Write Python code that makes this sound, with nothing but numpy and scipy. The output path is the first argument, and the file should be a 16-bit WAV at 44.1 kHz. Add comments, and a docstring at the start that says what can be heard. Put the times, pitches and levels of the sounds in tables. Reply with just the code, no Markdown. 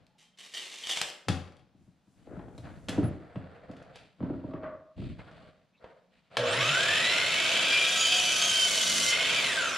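"""In a barn a steel tape measure rattles back into its case, then a wooden pole is knocked and slid into place
on a miter saw and the saw head is lowered. The motor starts with a clack and whines up to speed, the blade
bites and rings as the load drags it down, then it runs free and the brake winds it down.
Contacts and friction excite resonant bodies; the saw's whine, gears and brushes follow one speed curve,
with coloured noise for torn air and dust and tones for the modes of the disc."""
import sys
import numpy as np
from scipy import signal
from scipy.fft import rfft, irfft, next_fast_len
from scipy.io import wavfile
from scipy.ndimage import map_coordinates

SR = 44100
rng = np.random.default_rng(int(sys.argv[2]) if len(sys.argv) > 2 else 0)


def output_pcm(signal):
    """Save a mono or channel-first signal as 16-bit PCM at the path in sys.argv[1].

    Samples are clipped to [-1, 1] before scaling.
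    """
    pcm = np.clip(np.atleast_2d(signal).T, -1, 1) * 32767
    wavfile.write(sys.argv[1], SR, np.round(pcm).astype(np.int16))


N = 430857

# Spectrum of the shaken bench. Each row: frequency in Hz, relative level in dB per Hz.
BENCH_RUMBLE = [(18, -41), (30, -3), (49, -2.5), (86, 1.5), (173, 3), (219, -3), (312, -4.5), (429, -20.5),
                (500, -34), (650, -43.5), (1100, -120)]
START_S, BRAKE_S = 6.368, 9.39  # trigger pulled and let go
# motor speed as the pitch of its fan whine: running free, and after the first jolt
TOP_SPEED_HZ, KICK_HZ = 2514.6, 235
RUN_UP_S, RUN_DOWN_S = .488, .465  # time constants of the speed


def amp(db):
    """Decibels to gain: 20 dB is a factor of ten in amplitude."""
    return np.exp(np.asarray(db) * float(np.log(10) / 20))


def unit(x):
    """Normalisation to a root mean square of 1."""
    return x / np.sqrt(np.mean(x ** 2) + 1e-20)


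def along(points, hz):
    """Interpolation of (Hz, value) points on a logarithmic frequency axis."""
    f, v = np.transpose(points)
    return np.interp(np.log(hz + 1), np.log(f + 1), v)


def since(s):
    """Elapsed time: seconds gone by since time s, zero before it."""
    return np.maximum(np.arange(N) / SR - s, 0)


def wobble(rate):
    """Slow random modulation: a smooth curve through random knots, rate of them a second."""
    knots = rng.standard_normal(int(N * rate / SR) + 4)
    step = 16  # samples between curve points, joined by straight lines
    at = np.arange(0, N + step, step) * rate / SR
    coarse = map_coordinates(knots, [at], order=2).astype(np.float32)
    fraction = np.arange(step, dtype=np.float32) / step
    return (coarse[:-1, None] + np.diff(coarse)[:, None] * fraction).ravel()[:N]


def filtered(x, response):
    """Linear filtering: the spectrum of x times a response of frequency."""
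    n = x.shape[-1]
    m = next_fast_len(n + SR // 5, True)
    hz = np.fft.rfftfreq(m, 1 / SR).astype(np.float32)
    return irfft(rfft(x.astype(np.float32), m) * response(hz), m)[..., :n]


def coloured(x, spectrum):
    """Spectral shaping: x weighted by a (Hz, dB) curve, at rms 1."""
    return unit(filtered(x, lambda hz: amp(along(spectrum, hz))))


def resonate(x, modes):
    """Modal superposition: x through a body with (Hz, width in Hz, dB) resonances of alternating sign."""
    def response(f):
        return sum((-1) ** k * amp(db) * 1j * f * width / (centre * centre - f * f + 1j * f * width)
                   for k, (centre, width, db) in enumerate(modes))
    return filtered(x, response)


def spread(pair):
    """Interaural coherence: unrelated signals become left and right, most alike in the middle range."""
    # Each row: frequency in Hz, left-right likeness from -1 to 1.
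    likeness = [(30, -0.59), (60, -0.0035), (120, 0.6), (300, 1), (1000, 0.7), (2500, 0.86), (4500, 0.85),
                (8000, 0.033), (13000, 0.075)]

    def mid_side(hz):
        turn = np.arccos(np.clip(along(likeness, hz), -1, 1)) / 2
        return np.array([np.cos(turn), np.sin(turn)])
    mid, side = filtered(pair, mid_side)
    return np.array([mid + side, mid - side])


def rush(spectrum, drive=1):
    """Modulated turbulence: stereo noise of rms 1, chopped by a drive and then coloured."""
    return coloured(spread(rng.standard_normal((2, N)) * drive), spectrum)


def tone(hz):
    """Phase accumulation: a sine of rms 1 that follows a pitch curve."""
    turns = np.cumsum(hz * np.ones(N)) / SR + rng.random()
    return np.sqrt(2) * np.sin((2 * np.pi * (turns - np.floor(turns))).astype(np.float32))


def ringing(hz, width_hz):
    """Narrow-band noise: a tone under random amplitude, smeared over its width."""
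    return wobble(width_hz) * tone(hz)


def burst(t60):
    """Exponential decay: the noise of one contact, falling 60 dB in t60 seconds."""
    t = np.arange(SR // 4) / SR
    return rng.standard_normal(len(t)) * amp(-60 * t / t60)


def blow(x):
    """Normalisation of a hit to rms 1 over its first 20 ms."""
    return x / np.sqrt(np.mean(x[:SR // 50] ** 2))


def add(track, s, x):
    """Superposition: mix x into the track at time s."""
    part = track[max(round(s * SR), 0):][:len(x)]
    part += x[:len(part)]


def strokes(rows, attack_s, release_db_per_s):
    """Energy sum of (s, length s, dB) strokes: each rises up to its time, holds and dies away."""
    t, power = np.arange(0, N, 32) / SR, 0
    for s, length, db in rows:
        rise = np.clip(1 + (t - s) / attack_s, 0, 1)
        fall_db = release_db_per_s * np.maximum(t - s - length, 0)
        power = power + (rise * amp(db - fall_db)) ** 2
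    return np.interp(np.arange(N) / SR, t, np.sqrt(power))


def barn(x, wet_db):
    """Diffuse reverberation: direct sound plus the dense, decaying answer of the plank walls."""
    # Each row: frequency in Hz, reverberation time (60 dB) in seconds.
    decay = [(100, 0.25), (500, 0.69), (2500, 0.48), (6000, 0.41), (13000, 0.41)]
    hz, t, z = signal.stft(rng.standard_normal((2, SR * 3 // 4)), SR, nperseg=256)
    envelope = amp(-60 * t / along(decay, hz)[:, None]) * (1 - np.exp(-t / 0.00078))
    tail = spread(signal.istft(z * envelope, SR, nperseg=256)[1])
    wet = signal.fftconvolve(x[None], tail / np.linalg.norm(tail[0]), axes=1)[:, :N]
    return (x + amp(wet_db) * wet) / np.hypot(1, amp(wet_db))


def quiet():
    """Ambient noise: the faint, steady air of the barn."""
    # Each row: frequency in Hz, relative level in dB per Hz.
    quiet_colour = [(15, -38.5), (25, -2.5), (98, -12), (181, 7), (271, -2.5), (335, -13.5), (749, -8),
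                    (1030, -13), (1960, -17), (4040, -19.5), (15000, -42)]
    return amp(-72.0) * rush(quiet_colour)


def sleeve():
    """Fibre friction: fleece swishes as an arm reaches up to the handle."""
    # Each row: start in seconds, length in seconds, level in dB.
    reaches = [(1.84, .03, -84), (2.13, .45, -80.5), (2.6, 0.47, -75)]
    # Each row: frequency in Hz, relative level in dB per Hz.
    cloth = [(2500, -22), (4500, -2), (7000, 3.5), (10500, -1.5), (12000, -12), (14000, -11.5),
             (15200, -26)]
    return strokes(reaches, attack_s=0.12, release_db_per_s=71.0) * rush(cloth)


def tape():
    """Friction and impact: the steel strip chatters through the mouth of its case, rings it and slaps it."""
    # The strip runs in by spurts, each at its own pitch. Each row: start in seconds, length in seconds,
    # relative hiss level in dB, relative ring level in dB, ring pitch in Hz.
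    runs = [(0.185, 0.047, -58.5, -63.5, 3130), (0.375, .01, -59.5, -67.5, 3200),
            (0.388, 0.081, -49, -55, 3140), (0.518, 0.023, -52.5, -59, 3400),
            (0.539, 0.046, -39, -33, 3125), (0.595, 0.33, -44, -55, 3330), (0.837, 0.02, -46, -31, 3120),
            (0.872, .016, -40, -36.5, 3050), (0.895, .02, -34.5, -30, 3440),
            (0.911, .016, -35, -30.5, 2950), (0.947, .016, -40, -42, 3400), (0.963, .016, -32, -40.5, 2700),
            (1.01, 0.012, -41.5, -42, 3220), (1.034, .018, -46.5, -44, 3600),
            (1.08, .018, -53.5, -42, 2920)]
    # Each row: frequency in Hz, relative level in dB per Hz.
    tape_colour = [(120, -49.5), (200, -19.5), (231, -13.5), (462, -9.5), (653, -8.5), (992, -11.5),
                   (1090, -6.5), (1400, -13.5), (1810, -3.5), (3480, 2), (4410, -4), (7350, -6.5),
                   (10200, -15.5), (13600, -30), (15500, -50)]
    # Case and strip. 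Each row: multiple of the ring pitch, width in Hz, relative level in dB.
    case = [(.63, 120, -8), (.8, 110, -8), (1, 170, 6), (1.14, 200, 0), (1.47, 130, -6.5),
            (2.25, 260, -12.5), (2.6, 400, -15.5)]
    # Slaps, and the hook hits the case. Each row: time in seconds, peak before reverberation in dB.
    clicks = [(.067, -49.5), (0.386, -48), (0.543, -35), (0.578, -33), (.827, -37), (.841, -31),
              (.871, -22), (.894, -21.5), (0.923, -22.5), (1.015, -10.5), (1.03, -29), (1.087, -30),
              (1.101, -29.5), (1.133, -39)]
    # The slack strip hums faintly. Each row: start in seconds, length in seconds, pitch in Hz, level in dB.
    slack = [(0.099, .1, 850, -76), (0.187, 0.13, 3150, -74)]
    hiss = strokes([row[:3] for row in runs], attack_s=0.0046, release_db_per_s=259.5)
    scraping = rng.standard_normal(N) * amp(3.3 * wobble(900) + 1.1 * wobble(60))
    chatter = amp(-2.0) * hiss * coloured(scraping, tape_colour)
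    t = np.arange(SR // 2) / SR
    for s, length, _, ring_db, ring_hz in runs:
        modes = [(k * ring_hz, width, db) for k, width, db in case]
        ring = resonate(scraping[round(s * SR):][:len(t)], modes)
        decay_db = 420 * np.maximum(t - length, 0)
        add(chatter, s - .002, amp(ring_db - 7.5 - decay_db) * unit(ring))
    for s, db in clicks:
        snap = coloured(burst(t60=0.01), tape_colour)
        add(chatter, s, amp(db) * snap / np.abs(snap).max())
    twangs = sum(strokes([(s, length, db)], attack_s=.01, release_db_per_s=119.5) * ringing(hz, width_hz=74)
                 for s, length, hz, db in slack)
    return barn(chatter, wet_db=-3) + twangs


def scuffs():
    """Granular friction: rough bark grates in short strokes along the fence."""
    # Each row: start in seconds, length in seconds, level in dB.
    grates = [(2.31, .02, -65), (2.392, 0.027, -65), (2.647, 0.014, -57.5), (2.668, 0.014, -54.5),
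              (4.23, .06, -62), (4.538, .03, -56.5), (4.63, 0.045, -49), (5.192, 0.013, -57.5),
              (5.277, .02, -59.5)]
    # Each row: frequency in Hz, relative level in dB per Hz.
    scuff_colour = [(400, -19), (800, 5), (1250, 4), (1750, 2.5), (2300, -12), (3000, -16), (5000, -37),
                    (9000, -61.5)]
    grating = rng.standard_normal(N) * amp(2 * wobble(300))
    level = strokes(grates, attack_s=.002, release_db_per_s=300)
    return barn(level * coloured(grating, scuff_colour), wet_db=-4)


def sliding():
    """Stick-slip friction: bark catches on the table, shaking the bench; sleeves rustle, the pivot squeaks."""
    # Pole and saw head are shoved along. Each row: start in seconds, length in seconds,
    # relative levels of rumble, scrape and rustle in dB.
    shoves = [(.01, 0.017, -64.5, -66.5, -74), (1.503, .12, -61.5, -82.5, -83),
              (1.81, .03, -63, -88, -91.5), (2.183, 0.098, -58.5, -66, -72),
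              (2.317, 0.058, -46, -50, -72.5), (2.45, 0.53, -51, -60, -73.5),
              (2.656, 0.018, -45, -47.5, -59), (2.914, 0.18, -40, -42, -58),
              (3.207, .7, -58.5, -50.5, -66.5), (3.966, 0.022, -57, -57, -54),
              (4.223, 0.29, -57.5, -55, -67.5), (4.64, 0.048, -50.5, -46.5, -72),
              (5.002, 0.093, -38, -63.5, -55.5), (5.195, 0.27, -57, -53.5, -61),
              (5.834, 0.067, -71, -53, -68), (6.143, 0.033, -73.5, -72.5, -67),
              (6.343, .04, -60, -47, -54.5)]
    # Each row of these two: frequency in Hz, relative level in dB per Hz.
    scrape_colour = [(300, -29), (420, -4.5), (520, 0), (570, -5.5), (625, -1.5), (690, -1.5), (800, -10.5),
                     (950, -15), (1150, -13.5), (1400, -11), (2000, -17.5), (2600, -28.5), (4000, -69.5)]
    rustle_colour = [(900, -10), (1800, -2.5), (2500, 0), (4600, -6.5), (5600, -22.5), (8000, -19),
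                     (10500, -29), (12000, -41), (15000, -40.5)]
    # Pivot, guard spring and creaking pole. Each row: start in seconds, length in seconds,
    # pitch in Hz, level in dB.
    creaks = [(5.185, .035, 2200, -55.5), (5.268, .04, 1500, -58), (3.02, 0.0834, 10400, -58),
              (5.72, .07, 2500, -72.5), (5.76, 0.054, 3800, -74), (3.3, 0.14, 8100, -84.5),
              (3.932, 0.071, 8200, -86.5)]
    rumble, scrape, rustle = (
        strokes([(s, length, levels[k]) for s, length, *levels in shoves], attack_s=0.044, release_db_per_s=104)
        for k in range(3))
    slips = amp(1.3 * wobble(45) + 2 * wobble(300))
    squeaks = np.zeros(N)
    for s, length, hz, db in creaks:
        size = round(length * SR)
        mode = [(hz, 600, 0)]
        squeak = resonate(resonate(rng.standard_normal(size), mode), mode)
        add(squeaks, s, amp(db) * np.hanning(size) * unit(squeak))
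    return (amp(-1.0) * rumble * rush(BENCH_RUMBLE, slips) + amp(-4.5) * scrape * rush(scrape_colour, slips)
            + amp(-4) * rustle * rush(rustle_colour, slips) + squeaks)


def judder():
    """Stick-slip excitation: the dragged pole rings the main mode of the table, which sings on afterwards."""
    # Each row: start in seconds, length in seconds, relative level in dB.
    drags = [(4.489, 0.086, -44.5), (4.634, 0.027, -35.5), (4.709, 0.019, -44), (5.329, .15, -58)]
    level = strokes(drags, attack_s=0.013, release_db_per_s=190.0)
    after = [(s + length, 0, db - 10) for s, length, db in drags]
    linger = strokes(after, attack_s=.03, release_db_per_s=63)
    main = amp(3 * wobble(45)) * tone(628 * (1 + .022 * wobble(70)))
    side_modes = amp(-10.5) * ringing(560, width_hz=90) + amp(-14) * ringing(1150, width_hz=190)
    return (level + linger) * (amp(-5) * main + side_modes)


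def crack(corner_hz):
    """Contact stiffness: the noise of one contact and its scatter nearby, duller for a softer one."""
    # Each row: frequency in Hz, relative level in dB per Hz.
    crack_colour = [(250, -2), (500, 4), (1300, 2), (1900, -0.5), (3200, 3.5), (4800, -1.5), (7000, -4.5),
                    (10000, -5.5), (15000, -20.5)]

    def response(hz):
        ratio = hz / corner_hz
        return amp(along(crack_colour, hz)) / (1 + 1.4j * ratio - ratio ** 2) / (1 + .4j * ratio)
    noise = filtered(burst(t60=0.03) + amp(-15.0) * burst(t60=0.21), response)
    rise = np.minimum(np.arange(len(noise)) / SR / 0.00098, 1)
    return blow(noise * rise)


def knocks():
    """Impact excitation: bumps thud in the bench and shake it, hard contacts crack; both ring the saw table."""
    # Wood and saw bump the bench. Each row: time in seconds, relative level in dB, thud pitch in Hz.
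    bumps = [(1.283, -18, 141.2), (1.294, -19.5, 133), (1.744, -49.5, 195.5), (1.874, -48.5, 172),
             (2.073, -50, 193), (2.27, -39.5, 440), (2.309, -38, 470), (2.327, -37.5, 364),
             (2.366, -30.5, 210), (2.391, -39.5, 390), (2.478, -40.5, 440), (2.579, -36.5, 118),
             (2.885, -23, 239.4), (2.977, -13, 257.7), (2.987, -14.5, 292), (3.03, -17.5, 130.6),
             (3.057, -25, 118), (3.357, -25, 163), (3.693, -31, 215), (4.204, -25, 214.2),
             (4.227, -19, 225), (4.299, -20, 294.5), (4.339, -27, 268), (4.44, -24.5, 256),
             (4.535, -26, 320), (4.631, -34, 287), (4.98, -33.5, 169.8), (5.02, -34, 165)]
    # Hard contacts of case, fence, guard and starting gear. Each row: time in seconds,
    # relative level in dB, corner frequency in Hz.
    contacts = [(.969, -32, 2500), (1.015, -26.5, 5000), (1.284, -20, 6560), (1.475, -51.5, 4000),
                (1.521, -55.5, 4500), (1.567, -57, 7000), (1.593, -58.5, 5000), (2.272, -47, 694),
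                (2.392, -40, 1000), (2.482, -43.5, 798), (2.579, -46, 9000), (2.647, -49, 1480),
                (2.885, -28.5, 5980), (2.892, -30, 7580), (2.977, -38.5, 797), (3.357, -37.5, 1500),
                (3.713, -52.5, 6000), (3.766, -52.5, 6000), (3.825, -54.5, 6000), (3.957, -42, 6000),
                (4.205, -41.5, 800), (4.244, -32.5, 702), (4.536, -37.5, 900), (4.632, -40, 996),
                (5.192, -43.5, 1400), (5.312, -59, 4000), (5.842, -38, 1200), (6.313, -52, 2470),
                (6.369, -16.5, 4600), (6.392, -29.5, 3970)]
    # Bench and metal saw table. Each row: mode in Hz, width in Hz, relative level in dB.
    bench = [(88.5, 5.1, -1.5), (121.5, 20, -2.5), (155.2, 23, -6.5), (188, 36, -6), (268, 26, 5),
             (302, 71, 1), (372, 60, 0.5), (463, 87, -6)]
    table = [(533.4, 110, 4.5), (628, 32, 10), (683, 17, 7), (834, 110, -21), (1110, 60, -11),
             (1353, 53, -7.5), (1876, 72, -25.5)]
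    thuds, clacks = np.zeros(N), np.zeros(N)
    t = np.arange(SR // 4) / SR
    contact = t * np.exp(-t * 9000)  # soft wood on metal
    ring = blow(resonate(contact, table))
    for s, db, thud_hz in bumps:
        # a soft, heavy contact drives the low modes, a brisk one the high modes
        push = np.sin(2 * np.pi * thud_hz * t) * np.exp(-1.1 * thud_hz * t)
        add(thuds, s, amp(db) * blow(resonate(push, bench)))
        # the ring grows more slowly than the thud; the faintest bumps hardly reach the table
        ring_db = min(-30 + 0.39 * db, db + 2 * (db + 34.5))
        bark = amp(db - 17) * crack(corner_hz=750)
        add(clacks, s, amp(ring_db) * ring + bark)
    for s, db, corner_hz in contacts:
        add(clacks, s, amp(db) * (crack(corner_hz) + amp(-26) * ring))
    # the bench shakes on after a bump
    shake = strokes([(s + .02, 0, db - 19) for s, db, _ in bumps], attack_s=0.037, release_db_per_s=118.5)
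    hits = barn(thuds, wet_db=-4.0) + barn(clacks, wet_db=-3.0)
    return amp(-9.5) * hits + amp(-2.5) * shake * rush(BENCH_RUMBLE)


def sag():
    """Load on a motor: the speed it loses to the cut, in Hz of the whine."""
    # Each row: time in seconds, speed lost in Hz of the whine.
    lost = [(7.8, 0.5), (8.02, 57), (8.2, 66), (8.65, 278.5), (8.8, 387.5), (9.03, 446), (9.2, 352.5),
            (9.389, 156)]
    return np.interp(since(0), *np.transpose(lost))


def speed():
    """First-order dynamics: an exponential approach to free speed, a sag under load, exponential braking."""
    free = TOP_SPEED_HZ - (TOP_SPEED_HZ - KICK_HZ) * np.exp(-since(START_S) / RUN_UP_S)
    return (free - sag()) * np.exp(-since(BRAKE_S) / RUN_DOWN_S)


def depth():
    """Gradual engagement: how fully the blade is in the wood, 0-1."""
    cut_in_s, enter_s = 7.85, 0.029  # when the blade enters, and how gradually
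    cut_out_s, leave_s = 9.12, 0.0051
    t = since(0)
    entered = (1 + np.tanh((t - cut_in_s) / (2 * enter_s))) / 2
    return entered * (1 - np.tanh((t - cut_out_s) / (2 * leave_s))) / 2


def bite(cutting):
    """Cutting force: how hard the teeth work, 0-1, growing with the load as the blade sinks in."""
    light = 0.41  # on first touching the pole, as a share of the deepest cut
    load = sag()
    return cutting * (light + (1 - light) * load / load.max())


def running(cutting, db, attack_s, cut_db, brake_db_per_s):
    """Exponential build-up: a saw noise grows from the start, changes in the wood, fades under the brake."""
    build = 1 - np.exp(-since(START_S) / attack_s)
    return build * amp(db + cut_db * cutting - brake_db_per_s * since(BRAKE_S))


def drivetrain(whine_hz, cutting):
    """Rotating unbalance: shafts and gears hum unevenly in the housing, sagging in pitch under load."""
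    # Each row: multiple of the whine, relative level in dB.
    gears = [(.087, -20.5), (.113, -16.5), (0.14, -21.5), (.22, -16), (.305, -9.5), (.55, -10.5), (.68, -8)]
    hum = running(cutting, db=-39.0, attack_s=.03, cut_db=1.0, brake_db_per_s=1.5)
    spin = np.minimum(whine_hz / 2400, 1) ** 2  # unbalance grows with the square of the speed
    return spin * hum * sum(amp(db) * ringing(k * whine_hz, width_hz=7) for k, db in gears)


def windage(whine_hz, cutting):
    """Turbulence: air torn by fan and teeth pulses with each blade turn, sings in the guard; dust hisses."""
    # Each row of these three: frequency in Hz, relative level in dB per Hz.
    housing_colour = [(18, -60), (30, -35), (108, -4.5), (141, -9), (178, -3), (222, -11.5), (264, -3.5),
                      (295, -8), (368, -4.5), (474, -3.5), (538, 2), (591, -1), (660, 5), (797, -11.5),
                      (1300, -1.5), (1690, 1.5), (2860, -120)]
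    air_colour = [(600, -25), (950, -4.5), (1300, -12.5), (1550, -12.5), (1800, -4), (2200, 2), (2550, 7),
                  (2800, -2.5), (3080, 3), (3500, 5.5), (4100, -2.5), (5000, -10.5), (7000, -46),
                  (12000, -76)]
    spray_colour = [(2500, -14), (4500, 0), (5400, -3), (6300, -0.5), (7100, -0.5), (8000, -3),
                    (10500, -8.5), (11800, -17), (13800, -20.5), (15500, -44)]
    # Blade guard and motor case. Each row: mode in Hz, width in Hz, relative level in dB.
    guard_modes = [(1455, 56, -3.5), (1554, 120, -5), (1925, 63, 0), (2680, 86, 4), (3051, 45, 8.5),
                   (3300, 200, -13), (3970, 130, -7.5), (5324, 100, -3.5), (7140, 220, -7.5),
                   (8800, 180, -20.5)]
    strain_db = 5 * np.exp(-since(START_S) / RUN_UP_S)  # louder while the motor pulls up to speed
    housing = amp(strain_db) * running(cutting, db=-37.5, attack_s=0.063, cut_db=-3.5, brake_db_per_s=4.0)
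    air = running(cutting, db=-25.0, attack_s=0.16, cut_db=-4.5, brake_db_per_s=23.5)
    air = air * (1 - sag() / TOP_SPEED_HZ) ** 0.63
    spray = running(bite(cutting), db=-38.5, attack_s=0.34, cut_db=8.5, brake_db_per_s=17)
    turn = tone(whine_hz / 43.7)  # one cycle a turn of the blade
    drive = amp(.8 * turn + 2 * wobble(450))
    guard = unit(resonate(spread(rng.standard_normal((2, N)) * drive), guard_modes))
    torn_air = amp(-5.0) * rush(air_colour, drive) + amp(-7.5) * guard
    return housing * rush(housing_colour) + air * torn_air + spray * rush(spray_colour, drive)


def motor(whine_hz, cutting):
    """Harmonic radiation: the fan sings at speed multiples; heavy current sizzles brushes, groans the frame."""
    # The housing favours some fan pitches. Each row: frequency in Hz, relative level in dB.
    favoured = [(400, -65.5), (1000, -44), (1300, -38), (1480, -28.5), (1650, -37), (1950, -35.5),
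                (2150, -36), (2290, -40.5), (2370, -31.5), (2430, -32), (3000, -34), (3600, -34),
                (4050, -28.5), (4400, -36.5), (4800, -33), (5100, -38), (5350, -26.5), (5700, -33.5)]
    # Fan tones and their smeared ridges. Each row of both: multiple of the whine, relative level in dB.
    orders = [(1, 4.5), (1.05, -6.5), (1.999, -6.5), (2.67, -17)]
    ridges = [(1, -7.5), (1.399, -4), (2.03, -12), (2.68, -19)]
    # Commutator. Each row: multiple of the whine, relative levels speeding up and braking in dB.
    commutator = [(2.0, 9, 0.5), (3, 1.5, -2.5), (3.902, 1.5, -9), (4.92, 3, 1.5), (5.398, -5, -14.5),
                  (6.351, -6.5, -17), (6.72, -6, -8), (10, 2, -23)]
    # Brushes spark while speeding up and braking. Each row: start in seconds, length in seconds,
    # relative level in dB.
    sparks = [(6.49, .24, -43), (9.402, 0.27, -40)]
    # Frame. Each row: frequency in Hz, random waver in Hz, relative level in dB.
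    frame = [(251, 20, -14.5), (486, 9.3, 0.5), (545, 20, -0.5), (629, 50, -2)]
    # Mains hum of the straining motor, at the jolt and at full torque. Each row: start in seconds,
    # length in seconds, relative level in dB.
    strain = [(6.4, 0.016, -41), (6.6, 0.032, -37.5)]
    whine = running(cutting, db=0.5, attack_s=.02, cut_db=-7.5, brake_db_per_s=11.5)
    inrush = strokes([(START_S + 0.02, 0.08, -33.5)], attack_s=0.011, release_db_per_s=94)
    pulling, braking = (strokes([row], attack_s=0.083, release_db_per_s=44.0) for row in sparks)
    # the whine clears as it nears full speed
    jitter = 1 + np.interp(whine_hz, [1400, 2350], [.024, .005]) * wobble(220)
    lines = sum(amp(db + along(favoured, k * whine_hz) + 3.1 * wobble(45)) * tone(k * whine_hz * jitter)
                for k, db in orders)
    # turbulence smears each fan tone into a broad ridge
    flutter = sum(amp(db + along(favoured, k * whine_hz)) * ringing(k * whine_hz, width_hz=260)
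                  for k, db in ridges)
    sizzle = sum((amp(up_db) * pulling + amp(down_db) * braking) * ringing(k * whine_hz, width_hz=310)
                 for k, up_db, down_db in commutator)
    sizzle = filtered(sizzle, lambda hz: 1 / (1 + (hz / 10000) ** 10))
    groan = sum(amp(db) * tone(hz + waver_hz * wobble(70)) for hz, waver_hz, db in frame)
    hum = strokes(strain, attack_s=0.054, release_db_per_s=51.0) * amp(2.4 * wobble(27))
    hum = hum * tone(121 * (1 + 0.086 * wobble(25)))
    hum = hum * np.minimum(since(START_S) / .02, 1)  # silent before the start
    fan = whine * (amp(-4.0) * lines + amp(-1.5) * flutter)
    return hum + barn(fan + amp(-4.0) * sizzle, wet_db=-0.5) + inrush * groan


def cut(whine_hz, cutting):
    """Plate vibration: air and wood ring a disc stiffened by speed; a wavering tone roughly follows the motor."""
    # Ringing of the steel disc. Each row: frequency in Hz at the reference speed,
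    # relative levels spinning free and deep in the wood in dB.
    blade = [(1550, -60.5, -45), (2510, -42, -63.5), (2575, -37, -59), (2744, -42, -58.5),
             (2970, -39.5, -50), (3010, -41, -42), (3140, -47.5, -37.5), (3260, -40.5, -48.5),
             (3420, -44, -43.5), (3680, -47.5, -46.5), (3880, -58.5, -39), (4413, -66, -45),
             (4490, -61, -43.5), (4700, -51.5, -44.5), (5090, -64, -44.5), (5392, -56.5, -46),
             (5520, -60, -50.5), (5850, -51.5, -40), (6150, -66.5, -44.5), (6570, -66, -49),
             (6680, -48.5, -44.5), (7410, -62.5, -51.5), (7600, -66, -48), (9250, -70, -51),
             (10520, -69.5, -49)]
    # Wavering tooth tone. Each row: start in seconds, length in seconds, relative level in dB.
    tooth = [(7.65, 0.64, -33), (8.38, 0.15, -34.5), (8.58, .06, -29), (8.72, 0.3, -39)]
    # One mode of the disc catches and squeals. Each row: start in seconds, length in seconds,
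    # frequency in Hz at the reference speed, relative level in dB.
    catches = [(7.85, .35, 3690, -43), (7.99, 0.068, 6760, -38), (7.99, .15, 4776, -41),
               (8.03, .07, 3087, -34), (8.14, 0.13, 3014, -39), (8.22, .14, 5938, -40),
               (8.25, .1, 1527, -46.5), (8.41, .06, 6460, -40), (8.57, 0.059, 4740, -39.5),
               (9.03, 0.0607, 5700, -44.5)]
    reference_hz = 2404  # reference speed, as the whine pitch
    stiffens = .13  # share of a change of speed that the modes follow
    tooth_level = strokes(tooth, attack_s=0.14, release_db_per_s=153.0)
    # the ratio to the whine drifts with the speed
    tooth_hz = whine_hz * np.interp(whine_hz, [2080, 2370, 2420], [1.395, 1.387, 1.36])
    tooth_tone = amp(1.2 * wobble(14) + 1.3 * wobble(120)) * tone(tooth_hz * (1 + .0013 * wobble(80)))
    stiffening = 1 + stiffens * (whine_hz / reference_hz - 1)
    spinning = np.minimum(whine_hz / reference_hz, 1) ** 22  # the disc sings freely only near full speed
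    biting = bite(cutting)
    disc = 0
    for hz, free_db, wood_db in blade:
        level = amp(free_db) * spinning + amp(wood_db) * biting
        uneven = .7 + .8 * wobble(70)  # a steady ring under an uneven drive
        disc = disc + level * uneven * tone(hz * stiffening)
    waver = stiffening * (1 + .001 * wobble(70))
    squeals = sum(strokes([(s, length, db)], attack_s=0.03, release_db_per_s=152) * tone(hz * waver)
                  for s, length, hz, db in catches)
    rung = amp(2.4 * wobble(110)) * (amp(-1.0) * disc + amp(3.4) * squeals)
    return barn(tooth_level * tooth_tone + rung, wet_db=-9)


def scene():
    """Superposition: handling, then the saw, over the faint air of the barn."""
    whine_hz = speed() * (1 + .003 * wobble(60))
    cutting = depth()
    saw = sum(part(whine_hz, cutting) for part in (motor, drivetrain, windage, cut))
    # the first things are put down on the left
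    pan_db = np.interp(np.arange(N) / SR, [2.3, 2.9], [1.6, .1])
    handling = (knocks() + sliding() + scuffs() + judder() + sleeve()) * amp([pan_db, -pan_db])
    return saw * amp([[-.2], [.2]]) + handling + tape() + quiet()


def record(dry):
    """Band limiting: nothing above 15.4 kHz remains."""
    return filtered(dry, lambda hz: hz < 15400)


dry = scene()
out = record(dry)
output_pcm(out)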